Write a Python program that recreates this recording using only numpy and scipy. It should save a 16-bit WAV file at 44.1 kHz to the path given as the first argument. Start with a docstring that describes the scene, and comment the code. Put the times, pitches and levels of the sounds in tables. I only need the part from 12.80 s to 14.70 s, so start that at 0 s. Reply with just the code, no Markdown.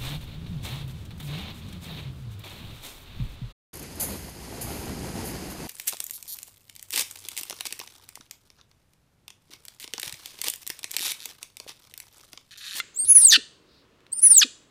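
"""Baby monkey on a lawn by a fence: two squeals, just after the end of an earlier cry.
Squeal: thin whistle arching to 10 kHz with fast pulsed flutters, then a dive, hoarse rasp and tiny grunt.
Whistle: sine plus octave, side tones and hiss. Rasp, grunt, cry: harmonic buzzes through throat filters.
Yard: two decaying-noise reflections of the squeals. Knife, bump and air: filtered noise."""
import sys
import numpy as np
from scipy import signal
from scipy.fft import rfft, irfft, next_fast_len
from scipy.io import wavfile
from scipy.ndimage import uniform_filter1d

SR = 44100
rng = np.random.default_rng(int(sys.argv[2]) if len(sys.argv) > 2 else 0)


def waveform_to_disk(signal):
    """Save audio, clipped to [-1, 1], as 16-bit WAV at the path in sys.argv[1]."""
    frames = np.transpose(np.atleast_2d(signal))
    scaled = np.clip(frames, -1, 1) * 32767
    samples = np.round(scaled).astype(np.int16)
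    wavfile.write(sys.argv[1], SR, samples)


N = 83790
T = np.arange(N) / SR  # s

# steady outdoor air: [f/Hz, relative level/dB]
AIR_SHAPE = [(15, -52.5), (25, -11.5), (127, -5.5), (206, -8), (384, -6), (463, -7.5), (775, -19),
             (840, -19), (1070, -14), (1230, -16), (2350, -21), (2690, -18.5), (16000, -43)]
# soft low bump: [f/Hz, relative level/dB]
BUMP_SHAPE = [(25, -8.5), (75, -3), (150, -10), (400, -11.5), (900, -39.5)]
# knife ticks: [t/s, level/dB]
TICKS = [(1.205, -56), (1.266, -48)]
# tick spectrum: [f/Hz, relative level/dB]
TICK_SHAPE = [(400, -18), (1500, 1.5), (4500, -2), (8000, -14), (15000, -26.5)]
# blade sliding under the peel: [t/s, level/dB]
PEEL_LEVEL = [(.86, -70.5), (.93, -62), (1.01, -63), (1.06, -81.5)]
# peel spectrum: [f/Hz, relative level/dB]
PEEL_SHAPE = [(1500, -26.5), (3000, -23), (3700, 1), (5000, -3.5), (6500, -25), (12000, -28.5)]
# fence scatter filter: [f/Hz, gain/dB]
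NEAR_SHAPE = [(200, -7), (1000, -1.5), (3000, -2.5), (8000, 1), (10000, -7), (16000, -4)]
# yard tail filter: [f/Hz, gain/dB]
YARD_SHAPE = [(200, -12.5), (1000, -0.5), (3000, 2), (5000, 2), (8000, 0.5), (10000, -6.5), (12000, -18.5),
              (16000, -22.5)]
# earlier cry, throat filter: [f/Hz, relative level/dB]
CRY_SHAPE = [(700, -28), (1350, 0), (2100, 5), (2750, -1), (3450, 1.5), (4100, -1.5), (5000, -16.5),
             (7000, -13), (12000, -25)]
# earlier cry, echo spectrum: [f/Hz, relative level/dB]
CRY_TAIL_SHAPE = [(900, -16.5), (1350, -4), (2200, -1.5), (4200, -3), (5700, -11), (7500, -2),
                  (8300, -13.5), (10000, -21.5), (16000, -37.5)]
# closing grunts: [start t/s, level/dB]
GRUNTS = [(0.573, -32), (1.644, -33.5)]
# grunt throat filter: [f/Hz, relative level/dB]
GRUNT_SHAPE = [(120, -24.5), (240, 3), (450, 4), (700, -36), (1500, -33.5), (4000, -59)]
# noise burst as the whistle tears into the first rasp: [t/s, level/dB]
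TEAR_LEVEL = [(.498, -52.5), (.507, -25.5), (.517, -14.5), (.53, -12), (.542, -14.5), (.55, -45)]
# tear spectrum: [f/Hz, relative level/dB]
TEAR_SHAPE = [(1500, -38), (3000, -28), (3700, -7), (4700, -3.5), (5500, -12.5), (7500, -20.5),
              (10300, -22), (16000, -35)]
# hoarse noise patches: [start t/s, end t/s, level/dB]
HUSKS = [(0.243, 0.274, -47), (0.41, 0.457, -42.5), (1.527, 1.602, -41)]
# husk spectrum: [f/Hz, relative level/dB]
HUSK_SHAPE = [(2000, -38), (3200, -13.5), (3800, 0), (4500, -0.5), (5500, -20.5), (9000, -42.5)]
# hoarse endings: [start t/s, end t/s, first f/Hz, last f/Hz, level/dB, roughness 0-1]
RASPS = [(0.525, 0.564, 1856, 1364, -13, .55), (1.616, 1.634, 1848, 1203, -14, .5)]
# rasp throat filter: [f/Hz, relative level/dB]
THROAT_SHAPE = [(200, -44.5), (850, -28), (1250, -18.5), (1700, -6.5), (1950, -2.5), (2200, -21.5),
                (2450, -2), (2800, -3), (3600, 0), (4700, -4), (6000, -21), (8500, -25.5), (10300, -28),
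                (11500, -36.5), (16000, -41)]
# whistle pitch, one table per squeal: [t/s, f/Hz]
PITCH = [
    [(.14, 6200), (.165, 7380), (.185, 8200), (.208, 8670), (.243, 8620), (.252, 9710), (.29, 10300),
     (.36, 10270), (.39, 9637), (.41, 9750), (.43, 9130), (.46, 8320), (.49, 7020), (.51, 5920),
     (.525, 4735)],
    [(1.315, 7600), (1.332, 8520), (1.35, 9128), (1.393, 9040), (1.425, 9950), (1.455, 10130),
     (1.478, 9585), (1.5, 9855), (1.53, 8980), (1.55, 8507), (1.58, 7387), (1.608, 5453), (1.622, 3545)],
]
# whistle force, one table per squeal: [t/s, level/dB]
LEVEL = [
    [(.135, -76), (.148, -45.5), (.16, -47.5), (.164, -32), (.203, -20.5), (.243, -25), (.267, -33.5),
     (.298, -9.5), (.325, -9.5), (.341, -24), (.357, -8), (.372, -6), (.397, -15.5), (.429, -13.5),
     (.455, -5.5), (.475, -12.5), (.505, -13.5), (.516, -29), (.524, -48.5)],
    [(1.317, -59), (1.322, -31.5), (1.332, -21), (1.35, -37), (1.394, -25.5), (1.412, -42.5), (1.427, -21),
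     (1.434, -10.5), (1.472, -9), (1.494, -22.5), (1.506, -10), (1.518, -8), (1.545, -14.5), (1.582, -6),
     (1.6, -15.5), (1.616, -19), (1.623, -51.5)],
]
# pulsed stretches: [start t/s, end t/s, depth 0-1]
FLUTTERS = [(0.242, 0.298, 0.6), (0.296, .329, .22), (0.332, 0.355, 0.58), (.393, 0.426, 0.8),
            (1.393, 1.43, 0.8), (1.483, 1.506, 0.77)]
# side tones: [multiple of whistle f, multiple of second vibration f]
SIDE_ORDERS = [(1, -1), (1, 1), (1, -2), (2, -1), (1, -3)]
# side tones before the fade below, one per order: [level/dB]
SIDE_DB = [-26, -32, -40, -37, -46.5]
# side tones weaken at lower whistle pitch: [whistle f/Hz, gain/dB]
SIDE_FADE = [(5000, -10), (7500, -5.5), (9500, 2.5)]
# nearby reflections cancel at these pitches, so the dive throbs: [f/Hz, depth/dB]
NOTCHES = [(5550, 14), (6800, 11), (7520, 8), (8120, 14.5), (8780, 8.5)]
# whistle breath hiss: [f/Hz, relative level/dB]
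HISS_SHAPE = [(300, -24), (1500, -19), (2800, -19.5), (4000, -10), (6000, -15), (8500, -10), (11000, -12.5),
              (13000, -16.5), (16000, -21)]
# noise puffs in the flutter pulses: [f/Hz, relative level/dB]
FLUTTER_HISS_SHAPE = [(500, -41), (3000, -36.5), (4000, -26), (7200, -23.5), (8600, -4.5), (10000, -1),
                      (10900, -9), (12200, -15), (13000, -26.5), (16000, -32)]

SILENT_DB, AIR_DB = -120, -61
BUMP_START_S, BUMP_DB, BUMP_DECAY_S = .232, -53, .05
TICK_DECAY_S = .0014
NEAR_T60_S, NEAR_DB = .22, -25.5
YARD_T60_S, YARD_DB = .46, -26.5
REFLECTION_RISE_S = .012
CRY_HZ, CRY_DB, CRY_DECAY_S = 688.5, -18.5, .0047
CRY_TAIL_DB, CRY_TAIL_S = -46.5, .085
GRUNT_HZ, GRUNT_HOLD_S, GRUNT_DECAY_S, GRUNT_SAG_HZ_PER_S = 284.7, .0069, .009, 3300
RASP_ATTACK_S, RASP_RELEASE_S, RASP_ROUGHEN_S = .00061, .0041, .011
RASP_JITTER, RASP_JITTER_HZ, RASP_NOISE = .12, 397, .72  # jitter, noise: per unit roughness
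RASP_BEAT_HZ, RASP_BEAT_DEPTH = 520.2, .5
RASP_CREST, RASP_SPREAD_RAD = 5.9, .7
SECOND_HZ, SECOND_WAVER = 3930, .004  # second vibration; waver: fraction of f
WAVER, OCTAVE_DB, WHISTLE_HISS_DB, NOTCH_WIDTH_HZ = .0018, -19, -36.5, 100
FLUTTER_HZ, FLUTTER_JITTER, FLUTTER_EDGE_S = 305, .042, .004
FLUTTER_SWING_HZ, FLUTTER_SCATTER_HZ = 750, 330  # at depth 1
FLUTTER_POWER, FLUTTER_ROUGH, FLUTTER_HISS_DB = 2.3, .25, -15
CUTOFF_HZ = 15900


def from_db(db):
    """Decibels to gain."""
    return 10 ** (np.asarray(db) / 20)


def rms_one(x):
    """Scale to unit power."""
    return x / np.sqrt(np.mean(x ** 2) + 1e-20)


def curve(rows, outside=None):
    """Join (t/s, value) rows by straight lines."""
    s, value = np.transpose(rows)
    return np.interp(T, s, value, left=outside, right=outside)


def level_gain(rows):
    """Gain from (t/s, level/dB) rows, near silent outside them."""
    return from_db(curve(rows, SILENT_DB))


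def colour(x, shape):
    """Filter by (f/Hz, gain/dB) rows, interpolated over log f."""
    hz, db = np.transpose(shape)
    size = next_fast_len(len(x) + 4096)
    f = np.maximum(np.arange(size // 2 + 1) * SR / size, 1)
    gain = from_db(np.interp(np.log(f), np.log(hz), db))
    return irfft(rfft(x, size) * gain, size)[:len(x)]


def noise(shape):
    """Coloured noise of unit power."""
    return rms_one(colour(rng.standard_normal(N), shape))


def drift(rate_hz):
    """Smooth random wander of unit power: noise through a two-pole lowpass."""
    r = np.exp(-2 * np.pi * rate_hz / SR)
    return rms_one(signal.lfilter([1], [1, -2 * r, r * r], rng.standard_normal(N)))


def phase_of(hz):
    """Running phase of a moving pitch."""
    return 2 * np.pi * np.cumsum(hz) / SR


def envelope(start_s, end_s, attack_s, release_s):
    """Straight rise, hold, exponential fall."""
    rise = np.clip((T - start_s) / attack_s, 0, 1)
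    return rise * np.exp(-np.clip((T - end_s) / release_s, 0, 40))


def buzz(hz, count, spread_rad=0):
    """Equal harmonics of a pulsing source, unit power; spread smears each pulse over its cycle."""
    phase = phase_of(hz)
    harmonics = (np.cos(k * phase + spread_rad * k * k) * (k * hz < SR / 2) for k in range(1, count + 1))
    return rms_one(sum(harmonics))


def air():
    """Still outdoor air: steady coloured noise."""
    return from_db(AIR_DB) * noise(AIR_SHAPE)


def bump():
    """Soft low bump: a decaying burst of low noise."""
    shape = envelope(BUMP_START_S, BUMP_START_S + .01, .0092, BUMP_DECAY_S)
    return from_db(BUMP_DB) * noise(BUMP_SHAPE) * shape


def knife():
    """Food handling: small noise ticks and a faint slicing hiss."""
    ticks = sum(from_db(db) * envelope(s, s + .0011, .00029, TICK_DECAY_S) for s, db in TICKS)
    peel = level_gain(PEEL_LEVEL) * noise(PEEL_SHAPE)
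    return ticks * noise(TICK_SHAPE) + peel


def reflections(x, t60_s, shape):
    """Dense reflections: convolution with exponentially decaying noise, then colour."""
    decay = from_db(-60 * T / t60_s) * np.clip(T / REFLECTION_RISE_S, 0, 1)
    response = rms_one(rng.standard_normal(N) * decay) / np.sqrt(N)  # unit energy
    return colour(signal.fftconvolve(x, response)[:N], shape)


def yard(x):
    """Quick, bright scatter from the fence and a longer, duller tail."""
    near = from_db(NEAR_DB) * reflections(x, NEAR_T60_S, NEAR_SHAPE)
    return near + from_db(YARD_DB) * reflections(x, YARD_T60_S, YARD_SHAPE)


def earlier_cry():
    """Last few cycles of a buzzy cry, plus decaying noise for its echo."""
    hz = CRY_HZ * (1 + .024 * drift(160))
    voice = rms_one(colour(buzz(hz, count=16), CRY_SHAPE))
    cry = from_db(CRY_DB) * voice * envelope(0, .00055, .00014, CRY_DECAY_S)
    echo = from_db(CRY_TAIL_DB) * noise(CRY_TAIL_SHAPE) * envelope(0, .002, .002, CRY_TAIL_S)
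    return cry + echo


def grunt(start_s, db):
    """A few slow, sagging pulses as the throat closes."""
    hz = GRUNT_HZ - GRUNT_SAG_HZ_PER_S * np.clip(T - start_s, 0, .04)
    source = buzz(hz * (1 + .12 * drift(120)), count=8)
    voice = rms_one(colour(source, GRUNT_SHAPE))
    return from_db(db) * voice * envelope(start_s, start_s + GRUNT_HOLD_S, .006, GRUNT_DECAY_S)


def tear():
    """The whistle tears into a brief band of noise."""
    return level_gain(TEAR_LEVEL) * noise(TEAR_SHAPE)


def husks():
    """Hoarse patches: noise banded around the second vibration."""
    gain = sum(from_db(db) * envelope(a, b, .01, .0054) for a, b, db in HUSKS)
    return noise(HUSK_SHAPE) * gain


def rasp(start_s, end_s, first_hz, last_hz, db, rough):
    """Lower, falling vibration that roughens, with beats and hiss, through the throat."""
    rough = rough * np.clip((T - start_s) / RASP_ROUGHEN_S, .3, 1)
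    glide_hz = curve([(start_s, first_hz), (end_s, last_hz)])
    hz = glide_hz * (1 + rough * RASP_JITTER * drift(RASP_JITTER_HZ))
    source = buzz(hz, count=10, spread_rad=RASP_SPREAD_RAD)
    source = source + rough * RASP_NOISE * rng.standard_normal(N)
    beat = 1 + RASP_BEAT_DEPTH * np.cos(phase_of(RASP_BEAT_HZ * (1 + .25 * drift(200))))
    voice = rms_one(colour(source * beat, THROAT_SHAPE))
    voice = rms_one(np.tanh(voice / RASP_CREST))  # soft peak limit
    return from_db(db) * voice * envelope(start_s, end_s, RASP_ATTACK_S, RASP_RELEASE_S)


def flutter():
    """Depth, phase and pulse gate of the flutter; the gate holds short-term power at one."""
    depth = sum(d * ((T > a) & (T < b)) for a, b, d in FLUTTERS)
    depth = np.clip(uniform_filter1d(depth, int(FLUTTER_EDGE_S * SR)), 0, 1)
    beat = phase_of(FLUTTER_HZ * (1 + FLUTTER_JITTER * drift(75)))
    pulses = 2 * (.5 + .5 * np.cos(beat)) ** FLUTTER_POWER
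    gate = 1 - depth + depth * pulses
    return depth, beat, gate / np.sqrt(uniform_filter1d(gate ** 2, size=290))


def side_tones(hz, phase):
    """Sum and difference tones of the whistle and a second vibration."""
    second = phase_of(SECOND_HZ * (1 + SECOND_WAVER * drift(300)))
    sides = sum(from_db(db) * np.sin(k * phase + m * second) for (k, m), db in zip(SIDE_ORDERS, SIDE_DB))
    fade_db = np.interp(hz, *np.transpose(SIDE_FADE))
    return sides * from_db(fade_db + 1.2 * drift(80))


def whistle(pitch, level):
    """Near-pure arch with side tones; flutter chops it into pulses that each bend the pitch."""
    depth, beat, gate = flutter()
    hz = uniform_filter1d(curve(pitch), size=300) * (1 + WAVER * drift(120))
    bend_hz = FLUTTER_SCATTER_HZ * drift(700) - FLUTTER_SWING_HZ * np.sin(beat)
    phase = phase_of(hz + depth * bend_hz)
    dip_db = sum(db * np.exp(-((hz - centre) / NOTCH_WIDTH_HZ) ** 2) for centre, db in NOTCHES)
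    fundamental = from_db(-dip_db) * np.sin(phase)
    octave = from_db(OCTAVE_DB + 3 * drift(82)) * np.sin(2 * phase)
    tone = np.sqrt(2) * (fundamental + octave + side_tones(hz, phase))
    tone = tone * (1 + FLUTTER_ROUGH * depth * drift(220))
    hiss = from_db(WHISTLE_HISS_DB) * noise(HISS_SHAPE)
    puffs = from_db(FLUTTER_HISS_DB) * depth * gate * noise(FLUTTER_HISS_SHAPE)
    return level_gain(level) * (gate * tone + hiss + puffs)


def scene():
    """Monkey, yard, earlier cry, knife, bump and air; one channel."""
    voice = sum(whistle(p, l) for p, l in zip(PITCH, LEVEL))
    voice = voice + sum(rasp(*row) for row in RASPS) + sum(grunt(*row) for row in GRUNTS)
    voice = voice + tear() + husks()
    return (voice + yard(voice) + earlier_cry() + knife() + bump() + air())[None]


def record(dry):
    """Steep elliptic lowpass: 12th order, .2 dB ripple, 80 dB stopband."""
    return signal.sosfilt(signal.ellip(12, .2, 80, CUTOFF_HZ, fs=SR, output="sos"), dry)


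dry = scene()
out = record(dry)
waveform_to_disk(out)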